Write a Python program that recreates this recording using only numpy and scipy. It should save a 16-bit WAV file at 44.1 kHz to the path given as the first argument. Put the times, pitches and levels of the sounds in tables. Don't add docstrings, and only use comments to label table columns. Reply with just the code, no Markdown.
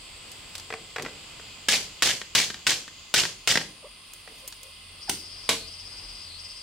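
import sys
import numpy as np
from scipy import signal
from scipy.fft import rfft, irfft, next_fast_len
from scipy.io import wavfile
from scipy.ndimage import map_coordinates

SR = 44100
rng = np.random.default_rng(int(sys.argv[2]) if len(sys.argv) > 2 else 0)


def dump_mix(stems):
    frames = np.atleast_2d(stems).T
    limited = np.clip(frames, -1, 1)
    pcm = np.round(limited * 32767).astype(np.int16)
    wavfile.write(sys.argv[1], SR, pcm)


N = 291942

# start in seconds, level in dB, stake pitch in Hz, stake ring in dB against the crack,
# fence rattle in dB, time the fence keeps shaking in seconds.
BLOWS = [(1.685, -5.5, 1684, -1.5, -22.5, 0.053), (2.022, -4.5, 1500, -8, -22, 0.055),
         (2.35, -4.5, 1440, -22, -20, 0.034), (2.667, -5.5, 1510, -1, -22, 0.026),
         (3.14, -5, 1510, -5, -21.5, 0.051), (3.474, -5.5, 1650, -22, -22, 0.037)]
# start in seconds, level in dB.
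CLACKS = [(2.215, -20.5), (2.5015, -20), (2.5432, -23), (2.8793, -28), (3.236, -14), (3.2527, -15.5),
          (3.556, -7), (3.5736, -7), (3.6122, -21.5)]
# start in seconds, level in dB, loss per bounce in dB.
KNOCKS = [(0.704, -24, -1), (0.9618, -20, 2), (1.05, -26.5, 12), (1.062, -23, 12), (1.397, -34.5, 23),
          (4.276, -33.5, 14)]
# start in seconds, level in dB, treble in dB (before an offset).
TICKS = [(0.317, -29, -20), (0.5531, -20, -28), (0.581, -25, -26), (0.598, -26.5, -33), (1.023, -21.5, -26),
         (4.1355, -27, -10), (4.4775, -20, -10.5), (4.525, -27, -38), (4.6319, -28, -14)]
# start in seconds, level in dB, ring in dB against the crack.
FAR_KNOCKS = [(5.0954, -13, -10), (5.491, -9, -8)]
# start in seconds, swell time in seconds, level in dB.
SHOVES = [(.66, 0.09, -56), (.985, 0.031, -38.5), (1.08, 0.054, -57), (4.279, 0.029, -56.5)]
# start in seconds, length in seconds, start pitch in Hz, end pitch in Hz, level in dB.
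CLUCKS = [(3.824, 0.057, 576, 560, -43.5), (4.42, 0.054, 547, 513, -51), (4.60, .12, 508, 554, -56.5),
          (5.077, 0.043, 850, 814, -35)]
# start in seconds, length in seconds, level in dB.
RUBS = [(.25, .45, -60), (4.0, .8, -56)]
# delay in seconds, level in dB against the blow (before trims).
RECOIL = [(.005, -5), (0.0126, -6.5), (.038, -4), (.051, -8.5)]
# start in seconds, end in seconds, starting pitch in Hz, sag in Hz per second,
# starting level in dB, fade in dB per second (negative grows).
HIGH_SONGS = [(-.3, 3.3, 8130, 367.5, -51.5, 0.7), (3.6, 6.7, 9240, 230.3, -55.5, -1.06)]

# frequency in Hz (before any pitch factor), mean strength in dB, t60 in seconds.
STAKE_MODES = [(1550, 2, .085), (1950, -9, .04), (2250, -8, .04), (2680, -2, .055), (2900, -5, .04),
               (3450, -4, .045), (5150, -8, .035)]
SLAT_MODES = [(1600, -2, .032), (1860, 0, .034), (2020, -4, .025), (3030, -4, .025), (3330, -4, .028),
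              (3840, -7, .02), (4700, -8, .02)]
FRAME_MODES = [(458, -3, .1), (748, -5, .07), (1520, -2, .03), (1970, 0, .035), (2480, -2, .025),
               (3420, -8, .025)]
THIN_SLAT_MODES = [(400, -7.5, 0.072), (469, -5.5, 0.068), (2750, -5, 0.09), (3430, -17, 0.054),
                   (4470, -15, 0.016), (6100, 6, 0.021)]
RAIL_MODES = [(442, -3, 0.088), (662, -8, 0.26), (1025, 5, 0.05), (1110, 6.5, 0.039), (1515, -8, 0.2),
              (2560, -4, .05), (3910, -4, 0.12)]

# frequency in Hz, density in dB per Hz.
CRACK_SPECTRUM = [(40, -43), (130, -9), (500, -9.5), (1000, -7.5), (1600, -4.5), (3200, -1), (5500, -4),
                  (8000, -7.5), (11000, -14.5), (16000, -26.5)]
SLAP_SPECTRUM = [(40, -13), (150, -23.5), (900, -10.5), (2000, -7), (3500, 0), (5500, -2.5), (8500, -5),
                 (11000, -24), (16000, -18)]
CLACK_SPECTRUM = [(40, -16), (150, 0), (1000, -6), (1700, -2.5), (3400, -3), (5000, -3.5), (8000, -14),
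                  (16000, -36)]
KNOCK_SPECTRUM = [(60, -5), (200, -13), (450, 3), (1000, 3.5), (2100, 5), (3200, -4), (5000, -6),
                  (8000, -19), (16000, -32)]
TAP_SPECTRUM = [(100, -11.5), (2000, -11.5), (2900, -1.5), (5000, -5.5), (6100, -5), (7200, -10.5),
                (8400, -3.5), (9000, 3.5), (9900, -12), (16000, -18)]
PANEL_SPECTRUM = [(30, -17), (110, 5.5), (230, 4), (380, 6), (560, 4.5), (900, -6), (2500, -24),
                  (8000, -64)]
TICK_SPECTRUM = [(200, -12.5), (1000, -9.5), (2500, -7), (5000, -1.5), (9000, -1), (16000, -11.5)]
RATTLE_SPECTRUM = [(24, -62), (40, -25), (118, -7), (305, -11.5), (402, -7.5), (630, -10), (1180, -14),
                   (2260, -7), (2980, -4), (3380, -3), (3740, -6), (4460, -1.5), (7170, -6.5),
                   (14100, -24.5), (16000, -36)]
RUB_SPECTRUM = [(300, -4), (1800, -2), (5000, 0), (9000, -2), (16000, -8)]
AIR_SPECTRUM = [(12, -32), (20, -5), (86, 0.5), (228, -6), (780, -8), (1030, -7.5), (1810, -11),
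                (2080, -9.5), (2320, -5.5), (4810, -10.5), (5680, -19), (8650, -15.5), (16000, -40)]
CRICKET_SPECTRUM = [(1700, -36), (1900, -17), (2050, 3.5), (2280, -16.5), (2550, 1), (3300, 2.5),
                    (3900, -4.5), (4800, 3), (5150, -3), (5500, -9), (7000, -22)]

# time in seconds, level in dB.
HUSH_LEVEL = [(0, -51), (1.3, -49.5), (2.9, -53), (3.95, -57.5), (4.35, -53.5), (6.62, -52)]
ENGINE_LEVEL = [(0, -57.5), (1.3, -62), (4.4, -63.5), (5.85, -51), (6.62, -59)]
# frequency in Hz, coherence from 0 to 1.
DIRECT = [(200, 1), (900, 0.97), (3000, 0.8), (7000, 0.26), (15000, 0.22)]
DIFFUSE = [(80, 1), (250, 1), (900, 0.95), (2800, 0.39), (7000, 0.15), (15000, 0.19)]
DISTANT = [(60, 1), (150, 0.95), (400, 0.5), (1000, 0.35), (2400, 0.6), (6000, 0.081), (15000, 0.017)]
# frequency in Hz, t60 in seconds.
ECHO_T60 = [(150, 0.65), (1000, 0.23), (4000, 0.32), (8000, 0.35), (15000, 0.31)]

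AGE_S = np.arange(SR // 2) / SR
TIME_S = np.arange(N) / SR
TOP_HZ = 15900
HUT_DELAY_S = .013
RECOIL_SCATTER_S, RECOIL_SCATTER_DB = .001, 1
BOUNCE_S, BOUNCE_SHRINK = .0215, .62
CHORUS_DB, CHORUS_FOLLOWS = -49, 0.5
HIGH_EDGE_DB_PER_S = 26
CICADA_START_S, CICADA_HZ, CICADA_DB = 5.0, 4930, -44.5
PHRASE_START_S, PHRASE_S = 4.965, .715
THROB_HZ, THROB_DB, THROB_FADE_S, THROB_SWING_HZ_PER_DB = 16.6, 3.5, 0.46, 41
SAG_LEAD_S, SAG_HALF_S, SAG_HZ = .066, .06, 644


def amp(db):
    return 10 ** (np.asarray(db) / 20)


def unit(x):
    return x / np.sqrt(np.mean(x ** 2) + 1e-20)


def unit_attack(x):
    return x / np.sqrt(np.mean(x[..., :SR // 200] ** 2) + 1e-20)


def along(points, hz):
    point_hz, values = np.transpose(points)
    return np.interp(np.log(hz + 1), np.log(point_hz + 1), values)


def curve(rows):
    s, values = np.transpose(rows)
    return np.interp(TIME_S, s, values)


def wobble(rate_hz):
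    return map_coordinates(rng.standard_normal(1024), [TIME_S * rate_hz], mode="mirror")


def add(track, start_s, sound):
    part = track[:, round(start_s * SR):][:, :sound.shape[-1]]
    part += sound[..., :part.shape[-1]]


def filtered(x, response):
    size = next_fast_len(x.shape[-1] + 8192, True)
    hz = np.fft.rfftfreq(size, 1 / SR)
    return irfft(rfft(x, size) * response(hz), size)[..., :x.shape[-1]]


def coloured(x, spectrum, size=2048):
    gain = amp(along(spectrum, np.fft.rfftfreq(size, 1 / SR)))
    cepstrum = irfft(np.log(gain))
    cepstrum[1:size // 2] *= 2
    cepstrum[size // 2 + 1:] = 0
    impulse = irfft(np.exp(rfft(cepstrum)))
    return signal.fftconvolve(x, impulse[None], axes=1)[:, :x.shape[-1]]


def stereo(pair, coherence):
    def mid_side_gains(hz):
        angle = np.arccos(np.clip(along(coherence, hz), -1, 1)) / 2
        return np.array([np.cos(angle), np.sin(angle)])

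    mid, side = filtered(pair, mid_side_gains)
    return np.array([mid + side, mid - side])


def hiss(gain):
    return unit(filtered(stereo(rng.standard_normal((2, N)), DISTANT), gain))


def ring(modes, pitch=1):
    hz, db, t60_s = np.transpose(modes)[:, :, None]
    t = AGE_S[:SR // 4]
    start_cycles = rng.random(hz.shape)
    waves = amp(db - 60 * t / t60_s) * np.sin(2 * np.pi * (hz * pitch * t + start_cycles))
    strengths = amp(2 * rng.standard_normal(len(hz)) + rng.standard_normal((2, len(hz))))
    onset = 1 - np.exp(-t / 0.000085)
    sound = unit_attack(strengths @ waves * onset)
    return np.pad(sound, ((0, 0), (0, len(AGE_S) - len(t))))


def crack(spectrum, t60_s):
    burst = stereo(rng.standard_normal((2, len(AGE_S))), DIRECT) * amp(-60 * AGE_S / t60_s)
    burst[:, 0] += 5
    return unit_attack(coloured(burst, spectrum))


def contacts(rows, spectrum, modes, t60_s, ring_db, detune):
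    out = np.zeros((2, N))
    for start_s, db in rows:
        pitch = np.exp(detune * rng.standard_normal())
        contact = crack(spectrum, t60_s) + amp(ring_db) * ring(modes, pitch)
        add(out, start_s, amp(db) * unit_attack(contact))
    return out


def buzz(pitch_hz, width_hz, click_rate_hz, pulsed):
    cycle = np.cumsum(click_rate_hz * (1 + .03 * wobble(9))) / SR % 1
    share = np.clip(pulsed, 0, 1)
    click_power = unit(np.exp(-cycle / .2)) ** 2
    drive = np.sqrt(1 - share + share * click_power)
    in_phase, quadrature = filtered(rng.standard_normal((2, 2, N)) * drive,
                                    lambda hz: 1 / (1 + 1j * hz / width_hz) ** 2)
    phase = 2 * np.pi * np.cumsum(pitch_hz) / SR
    return unit(stereo(in_phase * np.cos(phase) + quadrature * np.sin(phase), DISTANT))


def air():
    def hump(hz, centre_hz, width_hz):
        return 1 / (1 + ((hz - centre_hz) / width_hz) ** 2)

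    hush_db = curve(HUSH_LEVEL) + 1.5 * wobble(4.02)
    hush = amp(hush_db) * hiss(lambda hz: amp(along(AIR_SPECTRUM, hz)))
    band = amp(-64.0) * hiss(lambda hz: hump(hz, 1050, 34) + 0.59 * hump(hz, 1224, 74))
    drone = amp(curve(ENGINE_LEVEL)) * hiss(lambda hz: hump(hz, 42.3, 4.0) + 0.84 * hump(hz, 87.5, 3))
    return hush + band + drone


def high_cicada(start_s, end_s, pitch_hz, sag_hz_per_s, start_db, fade_db_per_s):
    age_s = np.clip(TIME_S - start_s, 0, end_s - start_s)
    outside_s = np.abs(TIME_S - start_s - age_s)
    voice = buzz(pitch_hz - sag_hz_per_s * age_s, width_hz=780, click_rate_hz=380, pulsed=0.2)
    return amp(start_db - fade_db_per_s * age_s - HIGH_EDGE_DB_PER_S * outside_s) * voice


def insects():
    hush_db = curve(HUSH_LEVEL)
    chorus_db = CHORUS_DB + CHORUS_FOLLOWS * (hush_db - hush_db.mean())
    chorus = amp(chorus_db + 0.71 * wobble(12)) * hiss(lambda hz: amp(along(CRICKET_SPECTRUM, hz)))
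    trill_hz = 2480 + 8 * wobble(1.6)
    trill = amp(-64.5 + 1.1 * wobble(4.3)) * buzz(trill_hz, width_hz=6.3, click_rate_hz=48, pulsed=0.15)
    return chorus + trill + sum(high_cicada(*song) for song in HIGH_SONGS)


def rubbing():
    out = np.zeros((2, N))
    for start_s, length_s, db in RUBS:
        stroke = np.sin(np.pi * np.clip((TIME_S - start_s) / length_s, 0, 1))
        clumps = amp(4 * wobble(160) + 2 * wobble(18))
        scratches = clumps * stereo(rng.standard_normal((2, N)), DIRECT)
        out += amp(db) * stroke * unit(coloured(scratches, RUB_SPECTRUM))
    return out


def ticks():
    out = np.zeros((2, N))
    for start_s, db, treble_db in TICKS:
        tilt = [(4500, 0), (13000, treble_db + 18)]
        tick = coloured(crack(TICK_SPECTRUM, t60_s=0.04), tilt)
        add(out, start_s, amp(db - 12) * unit_attack(tick))
    return out


def shove():
    out = np.zeros((2, N))
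    for start_s, swell_s, db in SHOVES:
        thud = unit(coloured(stereo(rng.standard_normal((2, len(AGE_S))), DIFFUSE), PANEL_SPECTRUM))
        swell = AGE_S / swell_s * np.exp(1 - AGE_S / swell_s)
        add(out, start_s, amp(db) * thud * swell)
    return out


def slats():
    recoils = []
    for blow_s, blow_db, *_ in BLOWS:
        for delay_s, drop_db in RECOIL:
            slap_s = blow_s + delay_s + RECOIL_SCATTER_S * rng.standard_normal()
            slap_db = blow_db + drop_db + RECOIL_SCATTER_DB * rng.standard_normal()
            recoils.append((slap_s, slap_db))
    delays_s = [0, BOUNCE_S, BOUNCE_S * (1 + BOUNCE_SHRINK)]
    bounces = [(start_s + delay_s, db - k * loss_db)
               for start_s, db, loss_db in KNOCKS for k, delay_s in enumerate(delays_s)]
    slaps = contacts(recoils, SLAP_SPECTRUM, SLAT_MODES, t60_s=.034, ring_db=-9, detune=.15)
    clacks = contacts(CLACKS, CLACK_SPECTRUM, SLAT_MODES, t60_s=.034, ring_db=-1, detune=.015)
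    knocks = contacts(bounces, KNOCK_SPECTRUM, FRAME_MODES, t60_s=.038, ring_db=-3, detune=.015)
    return amp(-11.0) * slaps + amp(-10) * clacks + amp(-7.5) * knocks


def rattle(hold_s, rise_s=0.014, fall_db_per_s=185, count=14):
    wash = unit(coloured(stereo(rng.standard_normal((2, len(AGE_S))), DIFFUSE), RATTLE_SPECTRUM))
    for when, shortness in rng.random((count, 2)):
        add(wash, .015 + .085 * when, .8 * ring(SLAT_MODES, pitch=1 + 1.2 * shortness))
    lumps = amp(1.1 * wobble(140)[:len(AGE_S)])
    shake = (1 - np.exp(-AGE_S / rise_s)) * amp(-fall_db_per_s * np.maximum(AGE_S - hold_s, 0))
    return shake * lumps * wash


def mallet():
    out = np.zeros((2, N))
    for start_s, db, stake_hz, ring_db, rattle_db, hold_s in BLOWS:
        stake = ring(STAKE_MODES, stake_hz / STAKE_MODES[0][0])
        blow = unit_attack(crack(CRACK_SPECTRUM, t60_s=0.07) + amp(ring_db) * stake)
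        add(out, start_s + .0005, amp(db - 10.5) * blow + amp(rattle_db) * rattle(hold_s))
    return out


def hen():
    out = np.zeros((2, N))
    for start_s, length_s, start_hz, end_hz, db in CLUCKS:
        progress = np.minimum(AGE_S / length_s, 1)
        jitter = 1 + .07 * wobble(300)[:len(AGE_S)]
        shimmer = amp(3 * wobble(300)[:len(AGE_S)])
        hz = (start_hz + (end_hz - start_hz) * progress) * jitter
        phase = 2 * np.pi * np.cumsum(hz) / SR
        voice = np.sin(phase) + amp(-8) * np.sin(2 * phase)
        add(out, start_s, amp(db) * shimmer * np.sin(np.pi * progress) * voice)
    return out


def cicada():
    phrase_age_s = (TIME_S - PHRASE_START_S) % PHRASE_S
    throb = np.cos(2 * np.pi * (THROB_HZ * phrase_age_s + .12 * wobble(6)))
    throb_db = THROB_DB * np.exp(-phrase_age_s / THROB_FADE_S) * throb
    sag = np.exp(-((phrase_age_s - PHRASE_S + SAG_LEAD_S) / SAG_HALF_S) ** 4)
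    hz = CICADA_HZ - SAG_HZ * sag + THROB_SWING_HZ_PER_DB * throb_db
    clicks = np.cumsum(250 * (1 + 0.033 * wobble(8.4))) / SR
    click_age, index = clicks % 1, clicks.astype(int)
    phase = 2 * np.pi * (np.cumsum(hz) / SR + rng.random(N)[index])
    click_shape = click_age * np.exp(-click_age / .17)
    direct = unit(click_shape * np.sin(phase + [[0], [-1.2]]) * amp(1.5 * wobble(200)))
    scattered = buzz(hz, width_hz=560, click_rate_hz=250, pulsed=.3)
    voice = unit(direct + .9 * scattered)
    entry = np.clip((TIME_S - CICADA_START_S) / 0.017, 0, 1)
    return entry * amp(CICADA_DB + throb_db) * voice * amp([[2.8], [-2.8]])


def far_knocks():
    out = np.zeros((2, N))
    bodies = [(ring(THIN_SLAT_MODES), crack(TAP_SPECTRUM, t60_s=0.048)),
              (ring(RAIL_MODES), crack(CRACK_SPECTRUM, t60_s=0.12))]
    for (start_s, db, ring_db), (wood, burst) in zip(FAR_KNOCKS, bodies):
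        add(out, start_s, amp(db - 6.0) * unit_attack(amp(ring_db) * wood + burst))
    return out


def echo(x, gap_s, build_s):
    noise = stereo(rng.standard_normal((2, SR // 2)), DIFFUSE)
    hz, t, bins = signal.stft(noise, SR, nperseg=256)
    decay = amp(-60 * t / along(ECHO_T60, hz)[:, None])
    tail = signal.istft(bins * decay, SR, nperseg=256)[1][:, :len(AGE_S)]
    tail = tail * (1 - np.exp(-np.maximum(AGE_S - gap_s, 0) / build_s))
    return signal.fftconvolve(x, tail / np.linalg.norm(tail[0]), axes=1)[:, :N]


def scene():
    near = rubbing() + ticks() + shove() + slats() + mallet()
    far = far_knocks()
    near_echo = amp(-10.5) * echo(near, gap_s=0.0031, build_s=0.014)
    far_echo = amp(-5.0) * echo(far, gap_s=HUT_DELAY_S, build_s=0.00066)
    return air() + insects() + near + near_echo + hen() + cicada() + far + far_echo


def record(dry):
    return filtered(dry, lambda hz: hz < TOP_HZ)


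dry = scene()
out = record(dry)
dump_mix(out)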